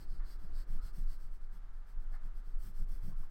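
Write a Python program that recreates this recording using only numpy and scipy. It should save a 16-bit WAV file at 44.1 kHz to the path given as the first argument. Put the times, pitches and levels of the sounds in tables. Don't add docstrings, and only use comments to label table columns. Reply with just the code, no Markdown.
import sys
import numpy as np
from scipy import signal
from scipy.fft import rfft, irfft
from scipy.io import wavfile
from scipy.ndimage import uniform_filter1d

SR = 44100
rng = np.random.default_rng(int(sys.argv[2]) if len(sys.argv) > 2 else 0)


def field_ratio(decibels):
    return 10 ** (np.asarray(decibels, dtype=float) / 20)


def master(y):
    cut = np.clip(np.atleast_2d(y).T, -1, 1)
    pcm = np.round(cut * 32767)
    wavfile.write(sys.argv[1], SR, pcm.astype(np.int16))


N = 145530

# start t/s, length/s, effort/dB, low sheet ring/dB, lean/ratio (under 1: fastest early)
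STROKES = [(-.06, 0.13, -68, 2.5, 0.81), (0.061, 0.16, -75.5, 4.5, 0.82), (0.218, .16, -68.5, 3.5, 1.26),
           (0.384, 0.17, -77, 2, 0.47), (0.512, 0.14, -68, 3.5, 1.24), (0.659, 0.15, -71, -2, 1),
           (0.802, .12, -67, 2, 1.05), (0.922, 0.15, -69, -2.5, 0.76), (1.058, .12, -68, 1, 1.1),
           (1.169, 0.13, -74.5, -0.5, 0.87), (1.286, .11, -77.5, -1.5, 1.1), (1.397, 0.097, -82, 1, .7),
           (1.503, 0.1, -76, -2, 0.94), (1.61, 0.08, -89, 3, .95), (1.717, 0.12, -84.5, 1, 0.72)]
LATER_STROKES = [(1.848, 0.099, -77, -1, 1.03), (1.972, 0.083, -81, -0.5, 1.5),
                 (2.087, 0.092, -74.5, 0, 1.45), (2.206, 0.09, -77, -2, 1.26),
                 (2.323, 0.1, -76.5, -1.5, 1.2), (2.425, 0.13, -78.5, 0.5, .9),
                 (2.568, 0.16, -66.5, -4.5, 1.18), (2.725, 0.14, -71, -3.5, 0.91),
                 (2.865, 0.15, -70, -3.5, .85), (3, 0.15, -70, -4, .85), (3.139, 0.14, -73.5, -3, 1.1),
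                 (3.28, .12, -75, -2, 0.9)]
# f/Hz, width/Hz, level/dB
SHEET_LOW = [(4212, 960, -7.5), (4796, 1180, -6.5)]
SHEET_HIGH = [(5420, 1060, -9.5), (6230, 720, -15), (7990, 1320, -10), (8830, 940, -11), (3416, 760, -16.5),
              (1313, 1250, -5.5)]
SHEET_AIR = [(11440, 3300, -8.5), (14800, 2800, -8.5), (16300, 900, -17)]
# t/s, level/dB, f/Hz, length/s
KNOCKS = [(0.189, -64, 1124, 0.039), (.19, -70, 1810, 0.044), (.78, -65.5, 1200, .05),
          (2.113, -65.5, 640, 0.011), (2.131, -69, 780, 0.035), (3.227, -70.5, 1100, 0.026),
          (2.125, -67, 1120, 0.046), (2.125, -68, 1540, 0.037), (2.12, -70, 1836, 0.062),
          (3.08, -72, 610, .03), (3.112, -71.5, 1060, 0.031)]
# start t/s, level/dB, f/Hz
SHOVES = [(-.04, -60, 142), (0.099, -60.5, 151), (.24, -69, 92), (0.412, -59, 168), (0.542, -59, 85.5),
          (0.679, -56, 120), (.72, -56.5, 193), (0.828, -58, 84), (0.961, -51.5, 139), (1.089, -64, 120),
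          (1.218, -63, 120), (1.51, -64.5, 155), (1.752, -71, 120), (1.879, -71, 149), (1.99, -69.5, 128),
          (2.101, -61.5, 134), (2.229, -59.5, 137), (2.351, -67, 86.5), (2.45, -63.5, 113),
          (2.628, -55, 130), (2.785, -55, 165), (2.898, -58.5, 87), (3.02, -49.5, 93), (3.055, -50, 133),
          (3.178, -59, 102)]
# f/Hz, width/Hz, level/dB
DESK_MODES = [(83.6, 12.7, 2.5), (120, 31, 1.5), (165, 28.7, 0), (187.7, 27.5, -4), (316, 88, -7.5)]
# t/s, level/dB
SWAY_LEVEL = [(0.0, -41.5), (0.16, -30.5), (0.39, -43), (0.43, -33.5), (0.65, -35.5), (0.84, -27.5),
              (0.87, -42), (1.08, -29), (1.33, -38.5), (1.96, -42), (1.98, -34.5), (2.41, -38), (2.59, -30),
              (2.64, -42), (2.82, -29.5), (2.84, -35), (3.27, -33.5), (3.3, -42.5)]
# f/Hz, level/dB
STAND_SPECTRUM = [(3, -16), (8, -1.5), (20, 6.5), (27, 0), (31, -11.5), (36, -27.5), (60, -45), (75, -62)]
# t/s, level/dB
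ARM_LEVEL = [(0.0, -72), (0.94, -73), (1.53, -78), (1.89, -78.5), (2.21, -75.5), (2.46, -74.5),
             (2.78, -74.5), (2.99, -74), (3.3, -76.5)]
# f/Hz, level/dB
DRAG_SPECTRUM = [(36, -33.5), (62, 2.5), (173, -6.5), (216, -11), (443, -13), (481, -16), (522, -19.5),
                 (700, -19), (910, -22.5), (1540, -120)]
# f/Hz, level/dB
FAN_SPECTRUM = [(290, -61), (500, -22), (554, -5.5), (1510, -2.5), (2370, -15.5), (3180, -18.5),
                (4990, -23), (5290, -24), (16200, -34)]
# t/s, level/dB
FAN_SWELL = [(0.0, -69.5), (0.36, -67.5), (0.78, -67.5), (1.11, -70), (1.63, -69), (2.3, -67.5),
             (2.63, -70.5), (3.3, -68)]
# f/Hz, level/dB
FAN_LINES = [(1201, -83.5), (1322, -82.5), (1561, -94), (1841, -97.5), (2090, -95.5)]


def evened(x):
    return x / np.sqrt(np.mean(x ** 2) + 1e-30)


def curve(points):
    t_s, value = np.transpose(points)
    return np.interp(np.arange(N) / SR, t_s, value)


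def deviation(points):
    value = curve(points)
    return value - value.mean()


def wander(ms):
    span = max(int(ms * SR / 1000), 1)
    return evened(uniform_filter1d(uniform_filter1d(rng.standard_normal(N), span), span))


def resonate(x, f_hz, width_hz):
    turn = np.exp(2j * np.pi * np.cumsum(f_hz * np.ones(len(x))) / SR)
    r = np.exp(-np.pi * width_hz / SR)
    return 2 * (turn * signal.lfilter([1 - r], [1, -r], x / turn)).real


def resonate_twice(x, f_hz, width_hz):
    return resonate(resonate(x, f_hz, width_hz), f_hz, width_hz)


def coloured(points):
    hz = np.fft.rfftfreq(N, 1 / SR) + 0.0024
    f_hz, level_db = np.transpose(points)
    gain = field_ratio(np.interp(np.log(hz), np.log(f_hz), level_db, -90, -90))
    return evened(irfft(rfft(rng.standard_normal(N)) * gain, N))


def add(mix, t_s, sound):
    at = round(t_s * SR)
    part = mix[max(at, 0):][:len(sound) + min(at, 0)]
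    part += sound[max(-at, 0):][:len(part)]


def tooth_ticks():
    ticks_per_s, spread_db, tremor_db = 30000, 1.2, .5
    ticks = rng.standard_normal(N) * field_ratio(spread_db * rng.exponential(1, N).clip(0, 4))
    ticks = evened(ticks * (rng.random(N) < ticks_per_s / SR))
    return ticks * field_ratio(tremor_db * wander(15))


def rubbing():
    speed_power, low_power = 1.19, 0.83
    air_tilt, drift = 0.35, 0.011
    force, low, air = np.zeros((3, N))
    for start_s, length_s, effort_db, low_db, lean in STROKES + LATER_STROKES:
        phase = np.linspace(0, 1, round(length_s * SR)) ** lean
        speed = np.sin(np.pi * phase).clip(0) ** speed_power
        add(air, start_s, field_ratio(effort_db - air_tilt * low_db) * speed)
        add(force, start_s, field_ratio(effort_db) * speed)
        add(low, start_s, field_ratio(effort_db + low_db) * speed ** low_power)
    ticks = tooth_ticks()
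    shift = 1 + drift * wander(40)
    out = np.zeros(N)
    for push, rings in ((low, SHEET_LOW), (force, SHEET_HIGH), (air, SHEET_AIR)):
        for k, (f_hz, width_hz, level_db) in enumerate(rings):
            ring = evened(resonate_twice(ticks, f_hz * shift, width_hz))
            out += (-1) ** k * field_ratio(level_db) * push * ring
    return out


def knocks():
    rise_ratio, width_ratio = .35, .22
    out = np.zeros(N)
    for t_s, level_db, f_hz, length_s in KNOCKS:
        t = np.arange(round(3 * length_s * SR)) / SR
        rattle = evened(resonate_twice(rng.standard_normal(len(t)), f_hz, width_ratio * f_hz))
        shape = np.minimum(t / (rise_ratio * length_s), 1) * np.exp(-(t / length_s) ** 2)
        add(out, t_s, field_ratio(level_db - 7.5) * evened(rattle * shape))
    return out


def nearby(x):
    t60_s, level_db, turns_per_s = .05, -6, 3.1
    t, out = np.arange(4096) / SR, x.copy()
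    for k in range(3):
        tail = rng.standard_normal(len(t)) * field_ratio(-60 * t / t60_s) * (t > .001)
        share = np.sqrt(2 / 3) * np.cos(np.pi * (turns_per_s * np.arange(N) / SR + k / 3))
        out += field_ratio(level_db) * signal.oaconvolve(share * x, tail / np.linalg.norm(tail))[:N]
    return out


def desk():
    rise_s, t60_s, off_mode_db_per_octave = 0.031, .2, -7.5
    out, t = np.zeros(N), np.arange(round(.3 * SR)) / SR
    late_s = np.maximum(t - rise_s, 0)
    shape = field_ratio(-60 * late_s / t60_s) * np.sin(np.pi / 2 * np.minimum(t / rise_s, 1)) ** 2
    for start_s, level_db, pitch_hz in SHOVES:
        thud = np.zeros(len(t))
        for f_hz, width_hz, mode_db in DESK_MODES:
            noise = rng.standard_normal(2 * len(t))
            ring = resonate(resonate(noise, f_hz, width_hz), f_hz, 2 * width_hz)
            ring = ring[len(t):]
            off_db = off_mode_db_per_octave * abs(np.log2(f_hz / pitch_hz))
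            thud += field_ratio(mode_db + off_db) * evened(shape * ring)
        add(out, start_s, field_ratio(level_db - 8) * evened(thud))
    return out


def stand():
    post_hz, post_width_hz, post_db = 46.6, 13, -59.5
    sway = coloured(STAND_SPECTRUM)
    power = uniform_filter1d(uniform_filter1d(sway ** 2, round(.1 * SR)), round(0.15 * SR))
    held = np.sqrt(power.clip(0)) + 0.37
    post = evened(resonate_twice(rng.standard_normal(N), post_hz, post_width_hz))
    post *= field_ratio(post_db + 1.9 * deviation(ARM_LEVEL))
    return field_ratio(curve(SWAY_LEVEL)) * evened(sway / held) + post


def arm_drag():
    drag_db, hollow_hz, hollow_width_hz, hollow_db = -67, 310, 90., -13.5
    arm_db = deviation(ARM_LEVEL)
    hollow = evened(resonate_twice(rng.standard_normal(N), hollow_hz, hollow_width_hz))
    drag = coloured(DRAG_SPECTRUM) + field_ratio(hollow_db + 0.85 * arm_db) * hollow
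    return field_ratio(drag_db + arm_db + 0.69 * wander(80)) * drag


def fan():
    hiss_db, flutter_db = -72.5, .9
    level_db = hiss_db + deviation(FAN_SWELL) + flutter_db * wander(33)
    out = field_ratio(level_db) * coloured(FAN_SPECTRUM)
    for f_hz, line_db in FAN_LINES:
        out += field_ratio(line_db) * evened(resonate(rng.standard_normal(N), f_hz, 15.0))
    return out


def scene():
    close = nearby(rubbing() + knocks())
    return (close + desk() + stand() + arm_drag() + fan())[None]


def low_pass(x):
    return signal.sosfilt(signal.butter(12, 16380, fs=SR, output="sos"), x)


def record(dry):
    return low_pass(dry)


dry = scene()
out = record(dry)
master(out)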